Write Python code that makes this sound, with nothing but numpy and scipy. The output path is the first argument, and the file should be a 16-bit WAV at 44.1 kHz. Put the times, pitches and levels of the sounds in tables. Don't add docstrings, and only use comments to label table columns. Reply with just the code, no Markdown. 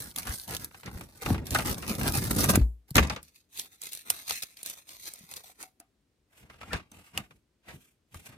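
import sys
import numpy as np
from scipy import signal
from scipy.fft import rfft, irfft, next_fast_len
from scipy.io import wavfile
from scipy.ndimage import map_coordinates

SR = 44100
rng = np.random.default_rng(int(sys.argv[2]) if len(sys.argv) > 2 else 0)


def output_pcm(signal):
    pcm = np.clip(np.atleast_2d(signal).T, -1, 1) * 32767
    wavfile.write(sys.argv[1], SR, np.round(pcm).astype(np.int16))


N = 369116

# t/s, length/s, crackle/dB, rasp/dB, flutter/dB
PULLS = [(0, 0.087, -45, -56, -45.5), (0.175, 0.0079, -39.5, -48, -42), (0.213, 0.032, -51.5, -52, -49),
         (0.259, 0.063, -45.5, -45, -41), (0.318, 0.039, -41.5, -68, -52), (0.382, 0.054, -45, -63.5, -61),
         (0.487, 0.062, -39, -41.5, -38.5), (0.594, 0.05, -47, -51.5, -44.5),
         (0.75, 0.057, -59, -64.5, -58), (0.858, 0.017, -61, -46.5, -37), (0.932, 0.11, -55, -59, -42.5),
         (1.146, 0.11, -62, -65.5, -56), (1.218, 0.04, -48.5, -43, -50.5),
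         (1.262, 0.059, -41.5, -40.5, -28), (1.31, 0.12, -78, -54.5, -32.5),
         (1.521, 0.098, -39, -38.5, -31), (1.659, 0.052, -38, -38.5, -28.5),
         (1.885, 0.02, -35.5, -34.5, -28), (1.986, 0.059, -39.5, -42.5, -28.5),
         (2.062, 0.019, -34.5, -35.5, -24.5), (2.141, 0.05, -33.5, -39.5, -29),
         (2.222, 0.044, -37, -42, -31), (2.308, 0.0085, -35, -41, -23), (2.368, 0.076, -30, -35.5, -21.5),
         (2.489, 0.0056, -34, -36, -23), (2.494, 0.0079, -26.5, -32.5, -20),
         (2.537, 0.016, -42.5, -33, -22), (2.596, .016, -58.5, -47, -36.5),
         (2.885, 0.027, -62.5, -66, -69.5), (3.104, 0.025, -57, -41.5, -35)]
# t/s, length/s, level/dB, f/Hz
CREAKS = [(.01, 0.074, -57.5, 1680), (.18, .025, -51, 1650), (.264, 0.027, -40, 1560),
          (.304, 0.0073, -40, 1750), (.36, 0.11, -65.5, 1650), (.49, 0.046, -50, 1820),
          (.49, .07, -50, 480), (.862, 0.013, -46, 1900), (.862, 0.023, -52, 480), (.972, .004, -49, 1450),
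          (1.233, .008, -47.5, 1600), (1.383, 0.0098, -48, 1883), (1.555, 0.0066, -22.5, 1514),
          (7.69, 0.016, -51, 1700)]
# t/s, level/dB, papery body against that level/dB
SNAPS = [(.002, -24, -8), (.112, -39, 3), (.1605, -17.5, -2), (.184, -16.5, -10), (.2778, -31, 0),
         (.2932, -23.5, -13), (.4773, -29, -6), (.4895, -39, 3), (.5482, -20.5, -0.5), (.5656, -19.5, -3.5),
         (.6444, -20, -25), (.8595, -35, 6.5), (1.0096, -32, -15), (1.2196, -30, -0.5), (1.232, -31, 2.5),
         (1.2595, -29.5, -8), (1.4676, -26, 1.5), (1.5065, -19, -0.5), (1.5259, -27, -18),
         (1.5474, -11.5, -2.5), (1.5853, -17, -5), (1.6586, -19, -8), (1.6705, -24, 0.5), (1.7434, -27, 6),
         (1.8777, -23.5, -5), (1.951, -27, 3), (2.0123, -29, -3.5), (2.0318, -20.5, -1), (2.072, -20, -1),
         (2.0777, -15.5, 2), (2.085, -22.5, -4), (2.1211, -17, -8.5), (2.172, -12, -17), (2.2408, -18, -10),
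         (2.3117, -20, 1), (2.3491, -23.5, -8), (2.3626, -20, -11), (2.392, -20, -12),
         (2.4415, -7.5, -15.5), (2.4962, -11, -20), (2.504, -11.5, -18.5), (2.5095, -14, -18),
         (2.5556, -5, -19.5), (2.5592, -13.5, -17), (2.9058, -26, -12), (2.9445, -34, -24.5),
         (2.955, -6, -1), (2.9665, -9, -0.5), (2.9806, -18.5, 8), (3.0345, -29.5, 2), (3.0714, -34, 7),
         (3.0975, -33, 17), (3.121, -42, 10), (3.1617, -42, 15.5), (3.2286, -31.5, -12), (3.5955, -17, 0.5),
         (3.8166, -23.5, -19.5), (3.8355, -24.5, -15.5), (3.857, -30, -3.5), (3.9223, -33, -3),
         (3.9318, -22.5, -15), (3.9495, -23, -11.5), (3.9727, -29, 1), (4.1014, -5.5, -6), (4.2808, -28, 2),
         (4.296, -32, 8), (4.3074, -21.5, 9.5), (4.4237, -21, -5), (4.4334, -20, -7.5), (4.5699, -39, 5.5),
         (4.6302, -23.5, -11), (4.6606, -20.5, -8), (4.6981, -22.5, -16), (4.8911, -35.5, 4),
         (5.1361, -26.5, -20), (5.1565, -42, -12), (5.189, -38, -10), (5.3127, -31, -19),
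         (5.3376, -26.5, -1), (5.3626, -30, 0), (5.627, -26.5, -17.5), (5.8, -33.5, -19), (6.7312, -27, 4),
         (6.9155, -39, -6.5), (7.1755, -16.5, -4), (8.1435, -35.5, -5.5), (8.2585, -37, -12)]
# t/s, level/dB, t60/s
SLAPS = [(2.956, -14, 0.043), (2.9805, -5, 0.052), (3.099, -20.5, 0.062), (3.1615, -31.5, 0.11)]
# t/s, level/dB, f/Hz, t60/s
THUMPS = [(.291, -20.5, 66, 0.07), (.95, -23.5, 69, 0.057), (1.304, -15.5, 860, 0.0063),
          (1.307, -12, 241, 0.043), (1.316, -6.5, 108, 0.037), (1.335, -27, 70, 0.27),
          (1.335, -31, 194, 0.13), (1.908, -18.5, 210, 0.04), (2.087, -19, 78, 0.072),
          (2.176, -22.5, 120, .12), (2.262, -23, 115, 0.13), (2.458, -21, 90, .05),
          (2.576, -3, 230.8, 0.016), (2.6, -32, 242, 0.11), (2.586, -15.5, 113, 0.095),
          (2.607, -10.5, 57.45, 0.27), (2.912, -26.5, 138, 0.05), (2.983, -13, 136, 0.07),
          (2.991, -17, 70.7, 0.31), (5.208, -47.5, 200, 0.072), (5.235, -46.5, 170, .07),
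          (5.801, -53, 298, 0.051), (6.918, -49, 230, 0.062), (6.743, -21, 79.3, 0.075),
          (7.187, -38, 213, 0.086), (7.312, -49, 148, 0.089), (7.741, -41, 140, 0.078),
          (8.155, -34.5, 79.9, 0.095), (8.29, -44.5, 130, 0.093)]
# t/s, length/s, rustle/dB, rasp/dB
SQUEEZES = [(3.24, 0.042, -63, -73.5), (3.36, 0.018, -61.5, -86.5), (3.54, 0.025, -53, -65),
            (3.575, 0.038, -45.5, -60), (3.63, 0.037, -58.5, -61), (3.72, 0.026, -59.5, -69),
            (3.828, 0.061, -48.5, -64), (3.925, 0.084, -51, -65), (4.06, .02, -55, -55.5),
            (4.092, 0.032, -46, -49.5), (4.165, 0.054, -47.5, -56), (4.295, 0.026, -34.5, -46),
            (4.34, 0.048, -43.5, -58.5), (4.45, 0.081, -58.5, -69), (4.576, 0.03, -56, -64),
            (4.665, 0.042, -43, -55.5), (4.775, 0.017, -52.5, -61.5), (4.89, 0.067, -50, -59),
            (5.01, 0.036, -49.5, -62), (5.055, 0.023, -44, -55.5), (5.14, 0.17, -58, -63.5),
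            (5.315, 0.08, -52, -56.5), (5.44, 0.069, -57, -65), (5.605, 0.021, -50.5, -54)]
# t/s, length/s, level/dB
CRINKLES = [(3.588, 0.014, -39), (3.83, .015, -45.5), (3.857, .012, -37), (3.922, 0.019, -41.5),
            (4.322, 0.019, -37), (4.423, 0.012, -37), (4.662, .012, -41.5), (4.698, .008, -43),
            (5.07, .014, -43), (5.11, .09, -58), (5.305, .01, -50), (5.364, 0.0048, -36.5),
            (5.44, .004, -47), (5.46, 0.043, -64), (5.612, .004, -46.5)]
# t/s, level/dB, t60/s
KNOCKS = [(.282, -29.5, 0.022), (.711, -43.5, 0.022), (.744, -38.5, 0.058), (.832, -36, 0.042),
          (.876, -36, .04), (.972, -41, .03), (1.009, -34.5, 0.057), (1.261, -20.5, 0.047),
          (1.303, -32, 0.042), (1.344, -30.5, 0.1), (1.38, -27, 0.015), (1.549, -17.5, 0.08),
          (1.588, -21.5, 0.088), (1.827, -31.5, 0.11), (2.012, -18.5, 0.017), (2.44, -19.5, 0.079),
          (2.49, -29, 0.17), (2.555, -17, 0.043), (4.103, -24.5, 0.025), (4.306, -26, 0.04),
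          (5.801, -58, 0.18), (6.499, -40.5, 0.059), (6.541, -47, 0.052), (6.613, -36, 0.04),
          (6.631, -35, 0.029), (6.731, -23, 0.11), (6.757, -32, 0.046), (6.797, -41.5, 0.077),
          (6.917, -49, 0.041), (7.178, -26, 0.043), (7.308, -46.5, 0.072), (8.143, -38.5, 0.059)]
# t/s, level/dB, f/Hz, t60/s
PINGS = [(1.549, -27.5, 1258, 0.1), (1.55, -24, 1475, 0.077), (1.55, -33.5, 805, .16),
         (5.441, -54, 754, 0.055), (5.497, -50, 746, .06), (5.63, -52.5, 750, 0.2), (5.801, -52, 694, 0.09),
         (5.801, -61.5, 770, .16), (6.918, -44.5, 6180, 0.028), (6.918, -50, 7730, 0.017),
         (6.917, -51, 3700, 0.017), (7.176, -16, 2850, 0.015)]
# t/s, length/s, hiss/dB, rub/dB, rumble/dB
SLIDES = [(6.33, 0.045, -68.5, -64, -81), (6.385, 0.024, -60.5, -58, -71.5), (6.43, 0.014, -76, -58.5, -59),
          (6.502, 0.067, -68, -56, -63.5), (6.618, 0.021, -62, -46.5, -57.5),
          (6.685, 0.043, -63, -49.5, -55.5), (6.735, 0.018, -56, -35.5, -40.5),
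          (6.935, 0.07, -61.5, -56, -59.5), (7.02, 0.09, -64, -61, -87.5), (7.165, 0.035, -58, -42, -49),
          (7.31, 0.056, -73.5, -86, -67), (7.687, 0.0092, -55.5, -41.5, -57),
          (7.74, 0.0084, -58.5, -76, -52.5), (7.79, 0.1, -65, -71.5, -84),
          (8.147, 0.057, -56.5, -61, -57.5), (8.258, 0.0056, -51.5, -55, -65), (8.3, 0.1, -71, -55.5, -59)]
# t/s, length/s, level/dB, f/Hz
CATCHES = [(6.5, 0.011, -58, 2100), (6.613, 0.026, -49, 1377), (6.614, 0.02, -52.5, 2250),
           (6.692, 0.017, -52, 2400), (6.706, 0.026, -43, 1430), (6.711, 0.041, -41.5, 1750),
           (6.733, 0.034, -51, 845)]
# f/Hz, width/Hz, level/dB
BOARD_RINGS = [(540, 98, -9.5), (857, 14, -7), (1134, 87, -5), (1217, 160, 6.5), (1440, 39, -8.5),
               (1646, 18, -6), (1594, 100, -3), (1870, 20, -10.5), (2430, 17, -5), (2910, 210, -9.5)]

# f/Hz, level/dB
GLUE_TONE = [(900, -44.5), (2000, -15.5), (3000, -5.5), (4200, 2), (5500, 2.5), (7600, 0), (8300, 6),
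             (11500, 1.5), (14000, 4), (15800, -11)]
FLUTTER_TONE = [(22, -44), (45, -0.5), (75, 4.5), (140, 0.5), (220, -1), (330, -6), (500, -14.5),
                (900, -23.5), (2500, -54)]
TAPE_DAMPING = [(400, 0.5), (750, -1), (1700, 1), (2100, -1), (2500, -4.5), (3100, -1.5), (4200, 0.5),
                (9000, 0)]
SNAP_TOP_TONE = [(2500, -11.5), (5000, -5), (7500, 0.5), (9000, 0), (10800, 3), (13400, 0.5), (16000, -7)]
SNAP_BODY_TONE = [(600, -28.5), (1800, -12.5), (2800, -3.5), (4500, 0), (7000, -9.5), (12000, -35)]
PAPER_TONE = [(900, -20.5), (2000, 3.5), (2600, 5), (3000, -4), (3500, 4), (4200, 5.5), (5400, -1.5),
              (6400, 6), (7400, -1.5), (8300, 0.5), (10200, 1), (11900, 1.5), (13200, 4), (14700, -4),
              (15800, -13)]
PAPER_BODY_TONE = [(120, -4), (240, 3.5), (450, 6), (760, 8), (1000, 6), (1300, 8), (1900, -1.5),
                   (2700, -9.5), (4500, -21.5), (9000, -39.5)]
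BOARD_RASP_TONE = [(200, -26), (450, 1), (850, 5), (1000, 0.5), (1250, -2.5), (2000, 2.5), (2800, 0.5),
                   (4500, -7.5), (9000, -17.5), (15500, -36.5)]
SKIN_TONE = [(1200, -8.5), (2700, 4.5), (4200, -6.5), (5500, -5), (7200, -2.5), (8300, -1), (10000, -4.5),
             (13500, -3), (15800, -19)]
BACKGROUND_TONE = [(25, -4.5), (55, 9), (120, 3), (300, 2), (800, -13), (2000, -15), (4200, -17),
                   (7000, -21), (11000, -23), (16000, -32)]

# f/Hz, left minus right/dB, left ahead by/radians
PEEL_EDGE_AIM = [(1300, 0, .3), (2000, 0, 3), (3000, 0, 4.1), (4200, 1.5, 6.2), (5300, -1.5, 3.2),
                 (6200, 0, 6.1), (8000, 0, 10), (9600, 0, 8.62)]
STRIP_AIM = [(450, -1.5, 0.011), (700, 0, -0.067), (1500, -1, -0.18), (3100, 0, -0.34), (3980, 7.5, -0.048),
             (5400, -1.5, 0.01), (7040, -0.5, 0.035)]
BOARD_AIM = [(250, -2.5, 0.32), (480, 0, 0.13), (784, 0.5, 0.14), (1300, -0.5, 0.63), (1758, -2, 2.5),
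             (2600, -0.5, 2), (4600, 2.5, 7.8), (7300, -0.5, 8.1)]
# f/Hz, likeness (1 = the same)
LIKENESS = [(60, 1), (250, 0.88), (600, 0.62), (1500, 0.35), (5000, 0.24), (15000, 1)]
# f/Hz, left minus right/dB
LEFT_BIAS = [(120, 2), (250, 2), (600, 4), (1000, 3.5), (2000, 0), (4000, -.5), (5600, -3.5), (7400, 0.5),
             (8200, -8), (9500, 0)]
# f/Hz, t60/s
ROOM_DECAY = [(80, .25), (500, 0.36), (3000, 0.18), (12000, 0.42)]

PUT_ASIDE_S = 3.2
STRIP_LEAD_S, SLAP_LEAD_S = .00036, -.00017


def peel(crackle_gain, rasp_gain, flutter_gain):
    slips = amp(2.9 * wobble(190))
    fine = grains(rate=750, spread_db=3, life_s=.0003, bed_db=-9)
    coarse = grains(rate=90, spread_db=3, life_s=.0008, bed_db=-22)
    threads = noise(slips * np.hypot(fine, .8 * coarse))
    crackle = amp(2) * crackle_gain * coloured(threads, GLUE_TONE)
    jerks = noise(slips * np.hypot(fine, .52 * coarse))
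    rasp = amp(4.5) * rasp_gain * board(coloured(jerks, TAPE_DAMPING), ring_db=-6)
    flutter = amp(-3.5) * flutter_gain * coloured(noise(np.sqrt(slips)), FLUTTER_TONE)
    from_edge = aimed(stereo(paper_ring(crackle, ring_db=0, t60=.062)), PEEL_EDGE_AIM)
    from_board = paper_ring(rasp, ring_db=7, t60=.034) + flutter + creaks()
    return from_edge + aimed(stereo(from_board), BOARD_AIM)


def pull_strength():
    def layer(column, fall, held_db, creep_db, whip_db, whip_fall):
        rows = [(start, length, levels[column]) for start, length, *levels in PULLS]
        pulls = strokes(rows, rise=1101, fall=fall, sag=20)
        held = strokes([(0, 1.4, held_db)], rise=1101, fall=fall, sag=0)
        creep = strokes([(1.46, 1.11, creep_db)], rise=1101, fall=fall, sag=-2)
        whip = strokes([(2.958, .017, whip_db)], rise=2700, fall=whip_fall, sag=0)
        return np.linalg.norm([pulls, held, creep, whip], axis=0)[0]
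    crackle = layer(0, fall=481.5, held_db=-64.5, creep_db=-50, whip_db=-34, whip_fall=380)
    rasp = layer(1, fall=481.5, held_db=-69.5, creep_db=-51.5, whip_db=-25, whip_fall=212.5)
    flutter = layer(2, fall=241, held_db=-62.5, creep_db=-38.5, whip_db=-15, whip_fall=194.5)
    return crackle, rasp, flutter


def creaks(width_hz=260, t60=.045):
    out, t = np.zeros((2, N + SR)), np.arange(SR // 4) / SR
    for start, length, db, hz in CREAKS:
        resonance = signal.iirpeak(hz, hz / width_hz, fs=SR)
        tone = signal.lfilter(*resonance, rng.standard_normal((2, len(t))))
        shape = (1 - np.exp(-t / .002)) * amp(-60 * np.maximum(t - length, 0) / t60)
        out[:, round(start * SR):][:, :len(t)] += amp(db) * shape * unit(tone)
    return out[:, :N]


def snaps(rows, tail_t60=.036):
    lead_in = bursts([(max(t - .002, 0), db - 22, tail_t60 / 2) for t, db, _ in rows])
    crack = bursts([(t + .00094, db + 1.5, .0054) for t, db, _ in rows])
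    tail = bursts([(t, db - 21.5, tail_t60) for t, db, _ in rows])
    body = bursts([(t + .0007, db + body_db - 3, tail_t60 / 5) for t, db, body_db in rows])
    sound = coloured(lead_in + crack + tail, SNAP_TOP_TONE) + coloured(body, SNAP_BODY_TONE)
    return paper_ring(sound, ring_db=-2.5, t60=.034)


def small_snap_rows(activity, per_second=10, boost_db=7, body_db=-9):
    times = np.cumsum(-np.log(1 - rng.random(1200)[::2])) / per_second
    return [(t, 20 * np.log10(activity[int(t * SR)]) + boost_db, body_db) for t in times if t < N / SR]


def loose_strip(rustle_gain, rasp_gain):
    creases = amp(2.5 * wobble(83)) * grains(rate=420, spread_db=4, life_s=.0008, bed_db=0)
    rustle = amp(3.5) * rustle_gain * coloured(noise(creases), PAPER_TONE)
    rasp = rasp_gain * coloured(noise(creases), PAPER_BODY_TONE)
    paper = paper_ring(rustle + rasp, ring_db=-1, t60=.024)
    flap = amp(-10.5) * rasp_gain * coloured(noise(1), FLUTTER_TONE)
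    return paper + flap


def crinkles():
    gain, = strokes(CRINKLES, rise=3499.5, fall=1500.5, sag=33)
    ticks = gain * noise(grains(rate=450, spread_db=3, life_s=.0005, bed_db=-12))
    sound = coloured(ticks, PAPER_TONE) + amp(-15) * coloured(ticks, PAPER_BODY_TONE)
    return paper_ring(sound, ring_db=2, t60=.03)


def paper_ring(x, ring_db, t60, size=8192):
    t = np.arange(size // 8) / SR
    x = np.pad(x, ((0, 0), (size, 2 * size)))
    out, fade = np.zeros_like(x), signal.get_window("hann", size)
    for start in range(0, N + size, size // 2):
        ring = rng.standard_normal(len(t)) * amp(-60 * t / t60)
        ring *= amp(ring_db) / np.linalg.norm(ring)
        ring[0] += 1
        ring /= np.linalg.norm(ring)
        piece = signal.fftconvolve(x[:, start:start + size] * fade, ring[None], axes=1)
        out[:, start:start + piece.shape[1]] += piece
    return out[:, size:size + N]


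def board(x, ring_db):
    def rings(f):
        response = sum((-1) ** k * amp(db) * 1j * f * width / (hz * hz - f * f + 1j * f * width)
                       for k, (hz, width, db) in enumerate(BOARD_RINGS))
        return response / np.sqrt(np.mean(abs(response) ** 2))
    return (coloured(x, BOARD_RASP_TONE) + amp(ring_db) * filtered(x, rings)) / np.hypot(1, amp(ring_db))


def knocks(rows):
    return amp(-3) * board(bursts(rows), ring_db=-3.5)


def jolts(rows):
    out, t = np.zeros(N + SR), np.arange(SR // 2) / SR
    for start, db, hz, t60 in rows:
        shape = amp(db - 60 * t / t60) * (1 - np.exp(-6 * hz * t))
        out[round(start * SR):][:len(t)] += shape * np.sin(2 * np.pi * hz * t)
    return out[:N]


def fingers():
    hiss_gain, rub_gain, rumble_gain = strokes(SLIDES, rise=567, fall=299, sag=27)
    drag = amp(3.2 * wobble(110))
    hiss = amp(2) * hiss_gain * coloured(noise(drag), SKIN_TONE)
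    rub = amp(-2.5) * rub_gain * board(noise(drag), ring_db=-6)
    sliding = paper_ring(hiss + rub, ring_db=-4.5, t60=.046)
    rumble = amp(4) * rumble_gain * coloured(noise(1), FLUTTER_TONE)
    return sliding + rumble


def catches(wander_hz=95, t60=.06):
    out, t = np.zeros(N + SR), np.arange(SR // 4) / SR
    for start, length, db, hz in CATCHES:
        pitch_hz = hz + wander_hz * wobble(248)[:len(t)]
        flicker_db = 1.86 * wobble(153)[:len(t)]
        shape = (1 - np.exp(-t / .003)) * amp(db + flicker_db - 60 * np.maximum(t - length, 0) / t60)
        out[round(start * SR):][:len(t)] += shape * np.sin(2 * np.pi * np.cumsum(pitch_hz) / SR)
    return out[:N]


def strokes(rows, rise, fall, sag):
    t, power = np.arange(0, N, 32) / SR, 0
    for start, length, *levels in rows:
        before, after = np.maximum(start - t, 0), np.maximum(t - start - length, 0)
        shape_db = -rise * before - sag * np.clip(t - start, 0, length) - fall * after
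        power = power + np.outer(amp(levels), amp(np.maximum(shape_db, -150))) ** 2
    return np.array([np.interp(np.arange(N) / SR, t, np.sqrt(p)) for p in power])


def grains(rate, spread_db, life_s, bed_db):
    size = amp(spread_db * np.minimum(rng.standard_normal(N), 2))
    energy = (rng.random(N) < rate / SR) * size ** 2
    power = signal.lfilter([1], [1, -np.exp(-2 / (life_s * SR))], energy)
    return np.sqrt((power / power.mean() + amp(bed_db) ** 2) / (1 + amp(bed_db) ** 2))


def bursts(rows):
    power, t = np.zeros(N + SR), np.arange(SR // 4) / SR
    rise = 1 - np.exp(-t / .0002)
    for start, db, t60 in rows:
        power[round(start * SR):][:len(t)] += (amp(db - 60 * t / t60) * rise) ** 2
    return np.sqrt(power[:N]) * rng.standard_normal((2, N))


def noise(texture):
    return unit(texture * rng.standard_normal((2, N)))


def wobble(rate):
    points = np.clip(rng.standard_normal(8192), -1.5, 1.5)
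    return map_coordinates(points, [np.arange(N) * rate / SR], mode="wrap")


def amp(db):
    return 10 ** (np.asarray(db) / 20)


def unit(x):
    return x / np.sqrt(np.mean(x ** 2) + 1e-20)


def along(points, hz):
    f, values = np.transpose(points)
    return np.interp(np.log(hz + 1), np.log(f + 1), values)


def filtered(x, response):
    size = next_fast_len(N + SR // 2)
    return irfft(rfft(x, size) * response(np.fft.rfftfreq(size, 1 / SR)), size)[..., :N]


def coloured(x, tone, size=8192):
    cepstrum = irfft(np.log(amp(along(tone, np.fft.rfftfreq(size, 1 / SR)))))
    kernel = irfft(np.exp(rfft(2 * cepstrum[:size // 2], size)))
    return signal.oaconvolve(x, kernel[None] / np.linalg.norm(kernel), axes=1)[:, :N]


def stereo(pair, lead_s=0, treble_hz=9150, mic_gap_s=.000295):
    def blend(hz):
        angle = np.arccos(np.clip(along(LIKENESS, hz), -1, 1)) / 2
        return np.array([np.cos(angle), np.sin(angle)])
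    def delay(hz):
        cycles = lead_s * np.minimum(hz, treble_hz) - mic_gap_s * np.maximum(hz - treble_hz, 0)
        return np.exp(np.outer([1j, -1j], np.pi * cycles))
    mid, side = filtered(pair, blend)
    return filtered(np.array([mid + side, mid - side]), delay)


def aimed(x, aim):
    hz, db, radians = np.transpose(aim)
    def response(f):
        log_gain = along(np.c_[hz, db], f) * np.log(10) / 20
        phase = along(np.c_[hz, radians], f)
        return np.exp(np.outer([.5, -.5], log_gain + 1j * phase))
    return filtered(x, response)


def room(x):
    hz, t, spectrum = signal.stft(rng.standard_normal((2, SR // 2)), SR, nperseg=256)
    fade = amp(-60 * t / along(ROOM_DECAY, hz)[:, None])
    _, tail = signal.istft(spectrum * fade, SR, nperseg=256)
    tail = np.pad(tail / np.linalg.norm(tail[0]), ((0, 0), (SR // 200, 0)))
    return signal.fftconvolve(x, tail, axes=1)[:, :N]


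def background():
    return amp(-74.5) * stereo(coloured(noise(1), BACKGROUND_TONE))


def scene():
    crackle, rasp, flutter = pull_strength()
    rustle, crumple = strokes(SQUEEZES, rise=650, fall=329.5, sag=33)
    all_snaps = SNAPS + small_snap_rows(crackle + rustle)
    glue_snaps = snaps([row for row in all_snaps if row[0] < PUT_ASIDE_S])
    late_snaps = snaps([row for row in all_snaps if row[0] >= PUT_ASIDE_S])
    glue = aimed(stereo(glue_snaps), PEEL_EDGE_AIM)
    paper = loose_strip(rustle, crumple) + crinkles() + late_snaps
    strip = aimed(stereo(paper, STRIP_LEAD_S), STRIP_AIM)
    touches = aimed(stereo(fingers() + knocks(KNOCKS)), BOARD_AIM)
    pings = jolts(PINGS) * amp(4.5 * wobble(280))
    squeaks = catches()
    tape = peel(crackle, rasp, flutter)
    slaps = stereo(knocks(SLAPS), SLAP_LEAD_S)
    close = tape + glue + slaps + strip + touches + pings + squeaks
    return close + jolts(THUMPS) + background() + amp(-26) * room(close)


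def record(dry, low_cut_hz=33, top_hz=16000):
    def microphones(hz):
        balance = amp(np.outer([.5, -.5], along(LEFT_BIAS, hz)))
        return balance / np.sqrt(1 + (hz / top_hz) ** 120)
    low_cut = signal.butter(3, low_cut_hz, "highpass", fs=SR, output="sos")
    return filtered(signal.sosfilt(low_cut, dry), microphones)


dry = scene()
out = record(dry)
output_pcm(out)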